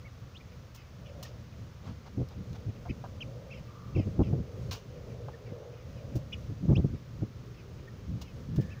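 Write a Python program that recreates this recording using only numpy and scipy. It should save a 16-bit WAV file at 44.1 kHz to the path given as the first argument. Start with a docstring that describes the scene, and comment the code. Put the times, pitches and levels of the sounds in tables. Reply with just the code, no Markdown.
"""Guinea fowl round a wire cage

The birds crowd on a lawn, whistling soft chirps that turn raspy when their voice boxes flutter.
A few low clucks ring in their throats, feet shuffle, and beaks snatch at grass and wire.
Puffs of air buffet the microphone; far-off moaning calls swell over a faint rumble, drone and hiss."""
import sys
import numpy as np
from scipy import signal
from scipy.fft import rfft, irfft, next_fast_len
from scipy.io import wavfile
from scipy.ndimage import uniform_filter1d, map_coordinates

SR = 44100
rng = np.random.default_rng(int(sys.argv[2]) if len(sys.argv) > 2 else 0)


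def digitize_waveform(pressure):
    """Quantize a signal to 16-bit integers and store it at the path in sys.argv[1].

    Rows of a 2-D input are taken as channels; values are limited to [-1, 1].
    """
    field = np.atleast_2d(pressure).T
    bounded = np.clip(field, -1, 1)
    quanta = np.round(bounded * 32767).astype(np.int16)
    wavfile.write(sys.argv[1], SR, quanta)


N = 388080
TIME = np.arange(N) / SR


def from_db(db):
    """Turn decibels into a volume multiplier."""
    return 10 ** (np.asarray(db) / 20)


def unit_power(x):
    """Scale a sound to an average power of one."""
    return x / np.sqrt(np.mean(x ** 2) + 1e-20)


def coloured(x, points):
    """Shape bass and treble along a curve of (frequency [Hz], gain [dB]) points."""
    hz, db = np.transpose(points)
    size = next_fast_len(len(x))
    bin_hz = np.maximum(np.arange(size // 2 + 1) * SR / size, 1)
    gain = from_db(np.interp(np.log(bin_hz), np.log(hz), db))
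    return irfft(rfft(x, size) * gain, size)[:len(x)]


def noise(colour):
    """Noise with a given balance of bass and treble."""
    return unit_power(coloured(rng.standard_normal(N), colour))


def narrow_noise(hz, half_width):
    """A narrow band of noise, heard as a wavering tone."""
    edges_hz = [max(hz - half_width, 20), hz + half_width]
    band = signal.butter(2, edges_hz, "band", fs=SR, output="sos")
    return unit_power(signal.sosfilt(band, rng.standard_normal(N)))


def drift(rate, size):
    """A smooth random wobble, changing about rate times a second."""
    knots = rng.standard_normal(int(size / SR * 2 * rate) + 4)
    position = np.arange(size) / SR * 2 * rate + 1
    return unit_power(map_coordinates(knots, [position], order=3, mode="nearest"))


def swell(centre, spread):
    """A bell-shaped rise and fall around a moment in the scene."""
    return np.exp(-.5 * np.minimum(((TIME - centre) / spread) ** 2, 100))


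def progress(length):
    """A ramp from 0 to 1 over a length in seconds."""
    return np.linspace(0, 1, int(length * SR))


def hump(along, peak_at):
    """Rise from 0 to 1 and fall back as along runs from 0 to 1."""
    angle = np.pi * np.interp(along, [0, np.clip(peak_at, .1, .9), 1], [0, .5, 1])
    return np.abs(np.sin(angle))


def add(out, start, sound):
    """Mix a sound in at a start time in seconds."""
    at = max(0, int(start * SR))
    out[at:at + len(sound)] += sound[:N - at]


def resonance(x, hz, width):
    """Ring at one pitch, as a hollow space does."""
    r = np.exp(-np.pi * width / SR)
    feedback = [1, -2 * r * np.cos(2 * np.pi * hz / SR), r * r]
    return signal.lfilter(np.array([1, 0, -1]) * (1 - r * r) / 2, feedback, x + 1e-18)


# How loud the rumble is as time passes: (time [s], level [dB])
RUMBLE_LEVEL = [(0, -49.5), (.8, -49.5), (1.25, -46), (1.7, -49.5), (2.4, -48.5), (3.2, -44.5), (3.75, -48),
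                (4.7, -44), (5.0, -48), (5.9, -48.5), (6.3, -43), (7.1, -50), (7.8, -46.5), (8.3, -47),
                (8.8, -46.5)]
# Tone colours of the rumble and the hiss: (frequency [Hz], gain [dB])
RUMBLE_COLOUR = [(20, -30.5), (40, -15.5), (65, -6.5), (98, -4), (119, -4.5), (142, -7), (200, -13.5),
                 (300, -22), (390, -25.5), (520, -20.5), (750, -38.5), (1500, -47)]
HISS_COLOUR = [(200, -7.5), (600, 7.5), (850, 4), (1200, 7.5), (1700, 2), (2700, -0.5), (4000, -3),
               (5600, -3.5), (8000, -7.5), (16000, -3.5)]

def background(waver_db=2.0, drone_hz=117.8, drone_db=-54, hiss_db=-58.5):
    """The outdoors: a slowly changing rumble, a distant drone and a faint hiss."""
    rumble_db = np.interp(TIME, *np.transpose(RUMBLE_LEVEL)) + waver_db * drift(5, N)
    drone = from_db(drone_db) * narrow_noise(drone_hz, half_width=3.6)
    return from_db(rumble_db) * noise(RUMBLE_COLOUR) + drone + from_db(hiss_db) * noise(HISS_COLOUR)


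# Distant moans: (centre [s], spread to each side [s], pitch [Hz], level [dB])
FAR_CALLS = [(1.185, 0.12, 560, -54), (2.665, 0.35, 482, -58), (3.397, 0.19, 534, -53.5),
             (3.835, .13, 1187, -59), (4.41, 0.34, 462, -51), (5.166, 0.21, 478.5, -49.5),
             (5.6, 0.14, 491, -47.5), (6.077, 0.15, 544, -53), (7.607, 0.35, 398, -59),
             (8.724, 0.13, 1750, -60.5)]

def far_calls(smear_hz=76.2, smear_share=0.044, core_db=-2):
    """Each long note keeps a core of clear pitch; distance and many echoes smear the rest."""
    out = np.zeros(N)
    for centre, spread, hz, db in FAR_CALLS:
        smear = narrow_noise(hz, half_width=smear_hz + smear_share * hz)
        core = from_db(core_db) * narrow_noise(hz, half_width=18)
        out += from_db(db) * swell(centre, spread) * unit_power(smear + core)
    return out


def swirls(colour, lumpy_db):
    """Churning air: lumpy from instant to instant, but steady over a few swirls."""
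    swirl = noise(colour) * from_db(lumpy_db * np.tanh(drift(110, N)))
    local_power = uniform_filter1d(uniform_filter1d(swirl ** 2, size=500), size=400)
    return unit_power(swirl / np.sqrt(np.abs(local_power) + .01))


# Tone colours of large, small and fine swirls of air: (frequency [Hz], gain [dB])
LARGE_SWIRLS = [(20, -27.5), (40, -16), (70, -2), (125, 2.5), (200, -7), (270, -13.5), (400, -30.5),
                (800, -69.5)]
SMALL_SWIRLS = [(120, -15.5), (220, -3), (310, 3), (450, -8), (720, -18.5), (1000, -37.5), (1600, -51),
                (3000, -65.5)]
FINE_SWIRLS = [(300, -25), (550, -2.5), (750, -1), (1050, -9), (1600, -23), (3000, -55)]
# Puffs of air: (start [s], hold [s], level [dB], extra churn [dB])
PUFFS = [(1.868, 0.051, -39, -9), (2.175, 0.055, -30, 3), (2.358, 0.059, -39, -0.5), (2.51, 0.03, -40, 0),
         (2.666, 0.033, -32, -1.5), (2.898, 0.011, -30.5, 0.5), (3.96, 0.047, -25, 1.5),
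         (4.07, .01, -28, 2), (4.193, 0.029, -22.5, 3.5), (4.263, 0.15, -32.5, 3),
         (4.331, 0.0078, -25, 0.5), (5.52, 0.0042, -36.5, 6), (6.156, 0.016, -26.5, -0.5),
         (6.492, 0.037, -37, 5), (6.633, 0.023, -32.5, 3.5), (6.686, .048, -20, -1.5),
         (6.765, 0.037, -23, -0.5), (6.846, 0.012, -22, -1), (6.938, 0.013, -30.5, -4),
         (7.224, 0.0088, -26.5, 4), (8.081, 0.096, -34.5, -4.5), (8.489, .07, -37, 1.5),
         (8.581, 0.019, -23, -1.5)]

def puffs(rise_s=0.0038, fall_s=0.0074, wake_db=-13.5, wake_s=0.071, firm_puff_db=-22.5):
    """Each puff hits the microphone, holds and dies; the more it churns, the brighter it sounds."""
    flow_power, churn_power = np.zeros((2, N))
    for start, hold, db, churn_db in PUFFS:
        before, after = np.maximum(start - TIME, 0), np.maximum(TIME - start - hold, 0)
        core = np.exp(-np.minimum(before / rise_s + after / fall_s, 20))
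        # weaker stirred air surrounds the puff
        wake = from_db(wake_db) * np.exp(-np.minimum((before + after) / wake_s, 20))
        power = from_db(db - firm_puff_db) ** 2 * (core ** 2 + wake ** 2)
        flow_power += power
        churn_power += power * from_db(churn_db) ** 2
    flow, churn = np.sqrt(flow_power), np.sqrt(churn_power)
    thump = from_db(-0.5) * flow * swirls(LARGE_SWIRLS, lumpy_db=-1.0)
    knock = from_db(-10) * churn ** 1.51 * swirls(SMALL_SWIRLS, lumpy_db=11.0)
    # the finest swirls break loose only in the roughest puffs
    flutter = from_db(-30.5) * churn ** 3.25 * swirls(FINE_SWIRLS, lumpy_db=6.5)
    return from_db(firm_puff_db) * (thump + knock + flutter)


def yard_echoes(x, echo_db=-19, fade_s=0.11):
    """Add weak, scattered echoes from the cage, the birds and the fence."""
    age = TIME[:SR // 3]
    tail = rng.standard_normal(len(age)) * from_db(-60 * age / fade_s) * (age > .003)
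    return x + from_db(echo_db) * signal.fftconvolve(x, tail / np.sqrt(np.sum(tail ** 2)))[:N]


# Shuffling feet: (centre [s], spread to each side [s], level [dB])
STEPS = [(1.88, 0.028, -51), (2.073, 0.01, -50.5), (2.32, 0.012, -54.5), (2.559, 0.0075, -48.5)]

def steps():
    """Feet press the grass with a dull rustle."""
    press = sum(from_db(db) * swell(centre, spread) for centre, spread, db in STEPS)
    return press * noise([(300, 1.5), (700, 7.5), (1200, 2), (1900, -8), (4000, -9), (10000, -20)])


# Ringing notes of the cage wires: (pitch [Hz], level [dB], time to fade 60 dB [s])
WIRES = [(990, -12, 0.1), (2880, 4.5, 0.22), (3700, 6, 0.15), (4070, 12, 0.076), (5530, -24, .1),
         (6708, -12, .17), (12630, 3, 0.24)]
# Tone colour of tearing grass: (frequency [Hz], gain [dB])
TEAR_COLOUR = [(300, -14), (700, 3.5), (1050, 9), (1900, -5.5), (2800, 5), (4000, 2), (5600, 3.5),
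               (8000, -5), (11000, -7.5), (16000, -2.5)]
# Beak snatches: (time [s], level [dB], time to fade 60 dB [s], extra treble [dB])
SNATCHES = [(0.747, -56, 0.11, 13.5), (1.2276, -45, .06, 15), (1.252, -53.5, 0.17, -2),
            (2.287, -51.5, 0.014, 8), (2.531, -50.5, .008, 4), (4.7112, -39, 0.17, 4.5),
            (6.155, -55.5, .08, 17), (8.2143, -46.5, 0.065, 8), (8.56, -54, 0.063, 11),
            (8.608, -57.5, 0.094, 10)]

def snatches(hold_share=0.12, settle_db=-11, settle_stretch=2.4, wire_db=-15, grain_db=2.0):
    """Grass tears with a sudden crackle, then settles; hard snatches set the cage wires ringing."""
    force, crispness, knocks = np.zeros((3, N))
    age = TIME[:SR // 2]
    hardest_db = max(row[1] for row in SNATCHES)
    for start, db, fade_s, treble_db in SNATCHES:
        tear = from_db(db - 60 * np.maximum(age / fade_s - hold_share, 0))
        settle = from_db(db + settle_db - 60 * age / (fade_s * settle_stretch))
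        add(force, start, np.hypot(tear, settle))
        add(crispness, start, tear * from_db(treble_db))
        # a softer snatch passes a smaller share of its force to the wires
        add(knocks, start, tear[:1] * from_db(wire_db + 0.62 * (db - hardest_db)))
    grains = rng.standard_normal(N) * from_db(grain_db * drift(700, N))
    crackle = unit_power(coloured(grains, TEAR_COLOUR))
    treble = coloured(crackle, [(3000, -40), (9000, 0)])
    ring = sum(from_db(db - 60 * age / fade_s) * np.sin(2 * np.pi * hz * age)
               for hz, db, fade_s in WIRES)
    return force * (crackle - treble) + crispness * treble + signal.fftconvolve(knocks, ring)[:N]


# Where the throat rings: (frequency [Hz], width [Hz], gain [dB])
THROAT = [(695, 110, 13), (1037, 130, 7), (1230, 130, 1.5), (1610, 82, 1)]
# Low clucks: (start [s], length [s], pulse rate [Hz], level [dB])
CLUCKS = [(2.854, 0.028, 177.6, -48), (3.04, 0.021, 197, -44), (5.284, 0.013, 213.4, -44.5)]

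def clucks(fade_db=-7, breath=0.082, wobble=0.049):
    """A handful of uneven, weakening pulses make the throat ring."""
    out = np.zeros(N)
    for start, length, rate, db in CLUCKS:
        size = int(length * SR)
        cycles = np.cumsum(rate * (1 + wobble * drift(186, size))) / SR
        pulses = np.diff(np.floor(cycles), prepend=-1) + breath * rng.standard_normal(size)
        source = np.pad(pulses * from_db(np.linspace(0, fade_db, size)), (0, size))
        voice = sum((-1) ** k * from_db(gain_db) * resonance(source, hz, width)
                    for k, (hz, width, gain_db) in enumerate(THROAT))
        add(out, start, from_db(db) * unit_power(voice) / np.sqrt(2))
    return out


def voice_box(hz, rasp, octave_db, wobble=0.0082, flutter_hz=441, hoarse_db=4.5):
    """A gliding whistle; a thin skin in the voice box flutters unevenly and makes it raspy."""
    size = len(hz)
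    shaky_hz = hz * (1 + wobble * (1 + 4 * rasp) * drift(250, size))
    phase = 2 * np.pi * np.cumsum(shaky_hz) / SR
    whistle = np.sin(phase) + from_db(octave_db) * np.sin(2 * phase)
    flutter_rate = flutter_hz * (1 + .12 * drift(80, size))
    flutter = np.cos(2 * np.pi * np.cumsum(flutter_rate) / SR)
    hoarseness = from_db(hoarse_db * rasp * drift(133, size))
    return unit_power(whistle * (1 + 2 * rasp * flutter) * hoarseness)


def open_beak(voice, boost_db=9.5):
    """The open beak boosts the overtones near the pitch at which it rings."""
    return voice + from_db(boost_db) * resonance(voice, hz=5000, width=350)


# Soft falling chirps of the near birds: (start [s], length [s], first pitch [Hz], level [dB])
FALLING_CHIRPS = [(.765, 0.11, 2750, -63), (1.048, 0.08, 3010, -61), (3.532, 0.069, 2930, -55.5),
                  (3.964, 0.087, 2850, -54), (4.226, 0.074, 2900, -58), (5.097, 0.06, 2500, -66),
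                  (5.455, 0.068, 2450, -62), (5.765, 0.078, 2650, -67), (5.96, 0.093, 2630, -65),
                  (7.57, 0.061, 2780, -61.5), (8.249, 0.079, 2930, -61.5)]

def falling_chirps(fall_octaves=.33, full_rasp=0.63, flock_gap_s=.55, flock_hz=2666, flock_db=-67):
    """Raspy notes sag in pitch as they fade; the rest of the flock adds fainter ones at random."""
    out = np.zeros(N)
    flock = []
    for k, (when, pitch) in enumerate(rng.random(size=(30, 2))):
        octaves = 0.107 * (2 * pitch - 1)
        flock.append(((k + when) * flock_gap_s, 0.041, flock_hz * 2 ** octaves, flock_db))
    for start, length, first_hz, db in list(FALLING_CHIRPS) + flock:
        if start < N / SR:
            along = progress(length)
            hz = first_hz * 2 ** (-fall_octaves * along)
            rasp = full_rasp * np.minimum(along / 0.13, 1)   # starts clean, soon turns raspy
            effort = hump(along, peak_at=0.14) ** 0.65
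            add(out, start, from_db(db) * effort * voice_box(hz, rasp, octave_db=-18))
    return out


# Rising whistles: (start [s], length [s], level [dB], strongest push at [share of length])
RISING_WHISTLES = [(0.341, .041, -46.5, 0.8), (6.751, 0.034, -38, .33)]

def rising_whistles(from_hz=2350, to_hz=4050, fade_db=-9, rasp=0.43):
    """Whistles climb ever faster, thinning and turning raspy as they rise."""
    out = np.zeros(N)
    for start, length, db, peak_at in RISING_WHISTLES:
        along = progress(length)
        climb = along ** 1.3
        hz = from_hz + (to_hz - from_hz) * climb
        loudness = from_db(db + fade_db * climb) * hump(along, peak_at) ** 1.34
        add(out, start, loudness * voice_box(hz, rasp * climb ** 2, octave_db=-21))
    return out


# Peeps: (start [s], length [s], top pitch [Hz], top at [share of length], level [dB], rasp [0-1])
PEEPS = [(0.038, 0.052, 2290, 0.43, -55, 0.16), (.398, 0.025, 2410, .5, -57.5, 0.3),
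         (1.245, .02, 1890, .5, -53, .1), (2.88, 0.042, 2560, 0.6, -47.5, 0.4),
         (3.203, .032, 3210, 0.28, -40.5, 0), (3.498, .05, 2700, 0.4, -49, 0.15),
         (3.948, 0.028, 2750, 0.2, -47, .15), (5.332, 0.022, 1825, 0.6, -54.5, .1),
         (6.316, .036, 3000, .54, -39.5, 0.48), (7.869, 0.028, 1880, .55, -53, .25),
         (8.69, 0.066, 2660, 0.45, -55.5, 0.2)]

def peeps(rest_hz=1597, edge_share=.41, burst_db=32):
    """The pitch arches up and back; a raspy peep bursts out at its top, with soft, clean ends."""
    out = np.zeros(N)
    for start, length, top_hz, top_at, db, rasp in PEEPS:
        along = progress(length)
        arch = hump(along, top_at) ** 1.7
        # starts and ends part of the way from the resting pitch to the top
        hz = rest_hz + (top_hz - rest_hz) * (edge_share + (1 - edge_share) * arch)
        burst = from_db(-burst_db * rasp * (1 - arch) ** 2)
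        effort = hump(along, peak_at=0.61) ** 0.73 * burst
        add(out, start, from_db(db) * effort * voice_box(hz, rasp * arch, octave_db=-25))
    return out


def scene():
    """Mix the near birds and their echoes with far calls, puffs of air and the background."""
    chirps = open_beak(peeps() + rising_whistles() + falling_chirps())
    birds = chirps + clucks() + snatches() + steps()
    return (yard_echoes(birds) + far_calls() + puffs() + background())[None]


# How strongly the microphone picks up each frequency: (frequency [Hz], gain [dB])
MICROPHONE = [(20, 1.5), (6500, -1), (7300, -8), (8300, -14), (10000, -16), (12500, -15.5), (13900, -25),
              (14700, -5.5), (15400, -9.5), (15700, -20)]

def record(dry, cutoff_hz=15700):
    """The microphone dulls the treble, has a peak near the very top and cuts everything above."""
    heard = coloured(dry[0], MICROPHONE)
    low_pass = signal.ellip(10, .1, 80, cutoff_hz, fs=SR, output="sos")
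    return signal.sosfilt(low_pass, heard)[None]


dry = scene()
out = record(dry)
digitize_waveform(out)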